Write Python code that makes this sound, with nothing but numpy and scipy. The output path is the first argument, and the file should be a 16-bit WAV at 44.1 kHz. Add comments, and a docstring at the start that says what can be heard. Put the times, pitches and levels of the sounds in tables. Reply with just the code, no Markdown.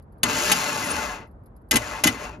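"""A garage, with a phone close to a bare engine whose starter motor is switched on three times.
Each time the solenoid clacks in and out, ringing the casing and thudding the mount; gears and brushes
whir through the iron block and coast to rest, the first time with a thin squeak. Behind the motor are
a low outdoor rumble, a short reflection off the walls and faint ticks of a small metal part."""
import sys
import numpy as np
from scipy import signal
from scipy.fft import rfft, irfft
from scipy.io import wavfile
from scipy.ndimage import uniform_filter1d

SR = 44100
rng = np.random.default_rng(int(sys.argv[2]) if len(sys.argv) > 2 else 0)


def generate_wav(signal):
    """Clip the signal to [-1, 1] and save it as 16-bit WAV at the path in sys.argv[1]."""
    frames = np.transpose(np.atleast_2d(signal))
    scaled = np.clip(frames, -1, 1) * 32767
    pcm = np.round(scaled).astype(np.int16)
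    wavfile.write(sys.argv[1], SR, pcm)


N = 105840
T = np.arange(N) / SR
HZ = np.maximum(np.arange(N // 2 + 1) * SR / N, 1)


def undb(db):
    """Decibels to gain."""
    return 10 ** (np.asarray(db) / 20)


def level(x, db=0):
    """Scale to an rms level."""
    return x * undb(db) / np.sqrt(np.mean(x ** 2))


def over_hz(table):
    """Read rows of freq_hz, value at every frequency of the spectrum."""
    hz, value = np.array(table, float).T
    return np.interp(np.log(HZ), np.log(hz), value)


def colour(x, table):
    """Filter a signal by rows of freq_hz, gain_db."""
    return irfft(rfft(x) * undb(over_hz(table)), N)


def ring(x, hz, t60):
    """One decaying mode; an impulse of 1 gives a peak near 1."""
    radius, angle = np.exp(-np.log(1000) / (t60 * SR)), 2 * np.pi * hz / SR
    return signal.lfilter([np.sin(angle)], [1, -2 * radius * np.cos(angle), radius * radius], x)


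def walk(rate):
    """Smooth random wander of rms 1, with `rate` new values a second."""
    span = int(SR / rate)
    steps = np.repeat(rng.standard_normal(N // span + 1), span)
    return level(uniform_filter1d(uniform_filter1d(steps, span), span)[:N])


def burst(start, hold, t60, rise):
    """Envelope: quick rise, hold, exponential fall, all in seconds."""
    age = T - start
    return np.clip(age / rise, 0, 1) ** 2 * undb(-60 * np.clip(age - rise - hold, 0, None) / t60)


# Outdoor rumble as heard in the garage: freq_hz, gain_db
RUMBLE_COLOUR = [(50, -25), (100, -4), (200, -9.5), (420, -17.5), (1090, -26.5), (1600, -35.5),
                 (2750, -55.5), (6000, -70), (11400, -64.5), (14000, -88.5)]
# Its stereo width, side against mid: freq_hz, gain_db
RUMBLE_WIDTH = [(60, -13), (300, -12.5), (700, 0), (1400, 0)]
# Its deepest part: freq_hz, gain_db
DEEP_COLOUR = [(22, -34), (35, -12), (46, 0), (75, -3), (110, -18), (250, -90)]
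# Swell of that deepest part: time_s, level_db
DEEP_SWELL = [(0, -42), (.14, -47), (.25, -50), (.37, -43), (.42, -51), (.51, -46), (.59, -55), (1.12, -55),
              (1.38, -46), (1.45, -51), (1.68, -52), (1.77, -47), (1.83, -41), (1.9, -48), (2.02, -49),
              (2.08, -41), (2.21, -50), (2.27, -44), (2.4, -49)]

def outdoor_rumble():
    """Dark steady background; its deepest part swells and is alike left and right."""
    mid, side, deep = rng.standard_normal((3, N))
    mid = colour(mid, RUMBLE_COLOUR)
    side = colour(colour(side, RUMBLE_COLOUR), RUMBLE_WIDTH)
    bed = level(np.array([mid + side, mid - side]), db=-49.5) * undb(walk(7.49))
    swell = undb(np.interp(T, *np.array(DEEP_SWELL, float).T))
    return bed + swell * level(colour(deep, DEEP_COLOUR))


# What the garage walls return, against the direct sound: freq_hz, gain_db
WALL_COLOUR = [(150, -20), (400, -11), (800, -3), (1500, 0), (3000, -2), (5000, -8), (7500, -16),
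               (14000, -18)]

def wall_reflections(sound, port_gains):
    """The walls scatter the sound into a short diffuse tail, a separate one at each microphone port."""
    tail = rng.standard_normal((2, N)) * burst(start=.0022, hold=0, t60=.053, rise=.0025)
    tail /= np.sqrt(np.sum(tail ** 2, axis=1, keepdims=True))
    reflected = rfft(sound) * undb(over_hz(WALL_COLOUR))
    return irfft(rfft(tail) * reflected * port_gains, N)


# Ticks of a small metal part, far below the motor in level: start_s, level_db
TICK_EVENTS = [(0.022, -66.5), (0.1211, -68), (0.18, -70.5), (1.271, -68), (1.3109, -73), (1.4344, -76),
               (1.4588, -61), (1.562, -63), (1.6136, -76.5), (1.686, -66)]
# Their bright spectrum: freq_hz, gain_db
TICK_SPECTRUM = [(3000, -34), (4700, -11), (5600, -26), (9000, -18), (11200, 0), (13000, -16), (15000, -28)]

def metal_ticks():
    """A small metal part ticks faintly, each tick a short burst of bright noise."""
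    envelope = sum(undb(db) * burst(start, hold=.004, t60=.05, rise=.001) for start, db in TICK_EVENTS)
    return envelope * level(colour(rng.standard_normal(N), TICK_SPECTRUM))


# Squeak during the first coast-down: time_s, pitch_hz, level_db
SQUEAK_PATH = [(0.826, 9300, -57), (.845, 9900, -36), (.865, 10740, -42), (.89, 10200, -41),
               (0.906, 9400, -27.5), (.92, 9200, -24), (.93, 9150, -62)]

def shaft_squeak():
    """One thin, wavering squeak as the shaft slows."""
    times, hz, db = np.array(SQUEAK_PATH, float).T
    pitch_hz = np.interp(T, times, hz) * (1 + .0091 * walk(300))
    level_db = np.interp(T, times, db, left=-120, right=-120) + 2.8 * walk(80)
    return undb(level_db) * np.sin(2 * np.pi * np.cumsum(pitch_hz) / SR)


# Solenoid and pinion blows, close to the phone: start_s, clack_db, thud_db, rattle_s, thud_lag_s
SOLENOID_BLOWS = [(0.2316, -12.5, -27, 0.0065, 0.0065), (0.515, -13, -27.5, 0.015, .004),
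                  (1.7105, -13.5, -25, 0.0073, 0.0071), (1.7390, -26.5, -22.5, .007, -.003),
                  (1.757, -15.5, -16.5, 0.0094, -.003), (1.7678, -18.5, -29, 0.0029, -0.0078),
                  (2.0373, -12, -23.5, 0.0053, 0.0075), (2.064, -28, -23.5, 0.0027, -0.0063),
                  (2.0705, -14, -23, 0.0072, -.001), (2.085, -28, -24.5, 0.0026, 0.004)]
# The bare clack: freq_hz, gain_db
CLACK_SPECTRUM = [(500, -80), (820, -14), (1610, -23.5), (1970, -7.5), (2920, -4.5), (5880, -13.5),
                  (8850, 1.5), (11500, -16.5), (14000, -13), (16000, -69.5)]
# Bright modes of the casing: pitch_hz, gain_db, t60_s
CASING_MODES = [(828, -11, 0.063), (1580, -16, 0.066), (2030, -7, 0.041), (2470, -14.5, 0.047),
                (3058, -12, .05), (4892, -19, .03), (5393, -11.5, .03), (6480, -8.5, .03),
                (6620, -5, 0.036), (9140, -15.5, .02), (11380, -8.5, .02)]
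# Low modes of the mount: pitch_hz, gain_db, t60_s
MOUNT_MODES = [(116, -16, 0.28), (240.6, -2, 0.13), (311, -4, 0.068), (465, -43, 0.057)]

def solenoid_blows():
    """Each blow is a short rattle that rings the casing, and a softer push that thuds the mount."""
    sag_db_per_s, push_s = 414, .0017
    shake, push = np.zeros((2, N))
    for start, clack_db, thud_db, rattle_s, lag_s in SOLENOID_BLOWS:
        sag_db = sag_db_per_s * np.clip(T - start, 0, rattle_s)  # the rattle weakens while it lasts
        shake += undb(clack_db - sag_db) * burst(start, rattle_s, t60=.02, rise=.0008)
        pulse = np.exp(-.5 * ((T - start - lag_s) / (push_s / 4)) ** 2)
        push += undb(thud_db) * pulse / (push_s * SR / 2)
    grit = level(rng.standard_normal(N) * undb(walk(1200)))
    clack = shake * level(colour(grit, [(200, -43)] + list(CLACK_SPECTRUM)))
    casing = sum(undb(db) * ring(grit * shake, hz, t60) / np.sqrt(t60 * SR / 28)
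                 for hz, db, t60 in CASING_MODES)
    mount = sum(undb(db) * ring(push, hz, t60) for hz, db, t60 in MOUNT_MODES)
    return clack + undb(-7) * casing + mount


# Spells with the pinion in the ring gear: start_s, end_s
PINION_MESH = [(.24, 0.47), (1.72, 1.76), (2.045, 2.07)]
# Partials of the armature whine: pitch_ratio, gain_db, mesh_change_db
WHINE_PARTIALS = [(1, -8, 0), (2.04, -5, -15), (3.4, -12, 0)]
# What the block lets through of the whine: freq_hz, gain_db
WHINE_THROUGH_BLOCK = [(600, -22), (950, -8), (1170, 0), (1400, -3), (1700, 0), (2050, 0), (2350, -18),
                       (3300, -18), (3700, -3), (4300, -3), (4800, -20)]

def armature_tones(whine_hz):
    """Whine and hum follow the armature; in mesh the ring gear teeth sound and the hum weakens."""
    teeth_ratio, hum_ratio = .225, .103  # of the whine pitch
    phase = 2 * np.pi * np.cumsum(whine_hz * (1 + .008 * walk(50))) / SR
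    mesh = sum(burst(start, end - start, t60=.05, rise=.0084) for start, end in PINION_MESH)
    whine = sum(undb(db + mesh_db * mesh + 2.5 * walk(30)) * np.sin(ratio * phase)
                for ratio, db, mesh_db in WHINE_PARTIALS)
    tooth_tone = np.sin(teeth_ratio * phase) + .4 * np.sin(2 * teeth_ratio * phase)
    teeth = mesh * undb(-8 + 3.8 * walk(25)) * tooth_tone
    hum = undb(-11 - 5 * mesh + 3 * walk(20)) * np.sin(hum_ratio * phase)
    return colour(whine, WHINE_THROUGH_BLOCK) + teeth + hum


# Gear and brush noise at close range: freq_hz, gain_db
GEAR_COLOUR = [(240, -38), (450, 0), (1140, 5), (1900, -1), (2750, 0.5), (3640, -8), (7000, -4),
               (9500, -10.5), (11600, -14), (13500, -18), (15800, -26), (16300, -40)]
# Resonances of the iron block: pitch_hz, width_hz, gain_db
BLOCK_MODES = [(612, 27, 3.5), (797, 26, 1.5), (913, 90, 4), (1184, 15, 5), (1453, 40, -7),
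               (1583, 38, -9.5), (1704, 49, 5.5), (1875, 78, -10.5), (2085, 100, 2.5), (2543, 17, -10.5),
               (2773, 54, -2), (4340, 140, -3), (4950, 29, -2.5), (7000, 260, 3.5)]

def gears_and_brushes(treble_db):
    """Grainy gear and brush noise rings the block; treble_db lifts or lowers its top."""
    grain_db, grains_per_s, treble_hz = 2, 900, 3000
    grit = rng.standard_normal(N) * undb(grain_db * walk(grains_per_s))
    block = sum(level(ring(grit, hz, t60=2.2 / width_hz), db) * undb(3 * walk(22))
                for hz, width_hz, db in BLOCK_MODES)
    gears = level(colour(grit, GEAR_COLOUR)) + level(block, db=-6)
    body = irfft(rfft(gears) / (1 + (HZ / treble_hz) ** 2), N)
    return body + undb(treble_db) * (gears - body)


# The starter close up, one list a run: time_s, gain_db, relative_bass_db, relative_treble_db, whine_hz
STARTER_RUNS = [
    [(.232, -53.5, 13, 15, 800), (.245, -28, -4.5, -6, 880), (.30, -29, -2.5, 2.5, 1130),
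     (.45, -33.5, -11.5, 11.5, 1652), (.51, -27.5, -9, 5, 1884), (.57, -34, -5.5, 9.5, 1629),
     (.64, -31.5, -5.5, 5.5, 1432), (.72, -33, -6.5, 5, 1236), (.83, -34.5, -6.5, 6.5, 991),
     (.97, -32, -9.5, 1.5, 738), (1.06, -34.5, -9, 0.5, 575), (1.15, -37.5, -10.5, -5.5, 420),
     (1.24, -48, 1, -23, 260.3), (1.33, -94, -5.5, -25.5, 150), (1.4, -110, 0, 0, 100.2)],
    [(1.709, -110, 1, 0, 600), (1.712, -76, 4, 0, 701), (1.73, -28.5, -0.5, 5.5, 900),
     (1.77, -30.5, -1, -2, 1150), (1.80, -39.5, -9.5, 2.5, 1093), (1.90, -36.5, -3.5, -1.5, 660),
     (1.99, -34.5, -16.5, -6.5, 420), (2.035, -47.5, 5, -2, 308.7)],
    [(2.038, -30.5, -15.5, 13, 396.4), (2.06, -29.5, 8.5, 8, 700), (2.11, -36, -1, 2, 610),
     (2.18, -40.5, -6, -5.5, 500), (2.24, -36, -6, -3, 399), (2.3, -42.5, -9.5, -10.5, 299.7),
     (2.36, -47.5, -2, -28, 216), (2.4, -77, 35, -6, 150)],
]
# Low noise of the running motor: freq_hz, gain_db
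MOTOR_BASS = [(59, -23), (100, -2.5), (123, -3.5), (275, 6), (334, 0), (553, -8.5), (600, -2.5), (780, -23),
              (1320, -120)]

def starter_whir():
    """The motor spins up and coasts down three times: gear noise, armature tones and a rough bass."""
    times, *curves = np.concatenate(STARTER_RUNS).T
    gain_db, bass_db, treble_db, whine_hz = (np.interp(T, times, curve) for curve in curves)
    motor = gears_and_brushes(treble_db) + armature_tones(whine_hz)
    bass_colour = [(60, -59)] + list(MOTOR_BASS) + [(900, -51)]  # flat floors below 60 and above 900 Hz
    bass = level(colour(rng.standard_normal(N), bass_colour)) * undb(bass_db + 1.8 * walk(11))
    return (T > times[0]) * undb(gain_db) * (motor + bass)


# Phase between the phone's two microphone ports: freq_hz, left_lead_rad
MIC_PHASE = [(20, 0), (300, .1), (800, .8), (1720, 0), (3200, 1.1), (4000, 0), (5200, .8), (6000, 0),
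             (7800, -3), (8800, -3.3), (10300, -5.4), (11600, -6.3), (12800, -6.9), (13900, -9.3),
             (15200, -9.5), (16500, -10.6)]
# Balance between the ports: freq_hz, left_over_right_db
MIC_BALANCE = [(60, 6), (110, 0.5), (200, 1), (380, 0.5), (700, 1), (1290, 4), (2380, 7), (4400, 6.5),
               (8120, 0.5), (15000, -1)]

def scene():
    """The motor reaches two microphone ports with their own phase and level, and again off the walls."""
    whir = starter_whir()
    short_sounds = solenoid_blows() + shaft_squeak() + metal_ticks()
    left_port = undb(over_hz(MIC_BALANCE) / 2) * np.exp(.5j * over_hz(MIC_PHASE))
    ports = np.array([left_port, 1 / left_port])
    direct = irfft(rfft(whir + short_sounds) * ports, N)
    walls = wall_reflections(whir + undb(-1.5) * short_sounds, np.abs(ports))
    return direct + walls + outdoor_rumble()


def record(dry):
    """The phone drops the bass below 30 Hz and cuts the top above 16.4 kHz."""
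    low_cut = signal.butter(2, 30, "high", fs=SR, output="sos")
    high_cut = signal.ellip(10, .2, 80, 16400, fs=SR, output="sos")
    return signal.sosfilt(high_cut, signal.sosfilt(low_cut, dry))


dry = scene()
out = record(dry)
generate_wav(out)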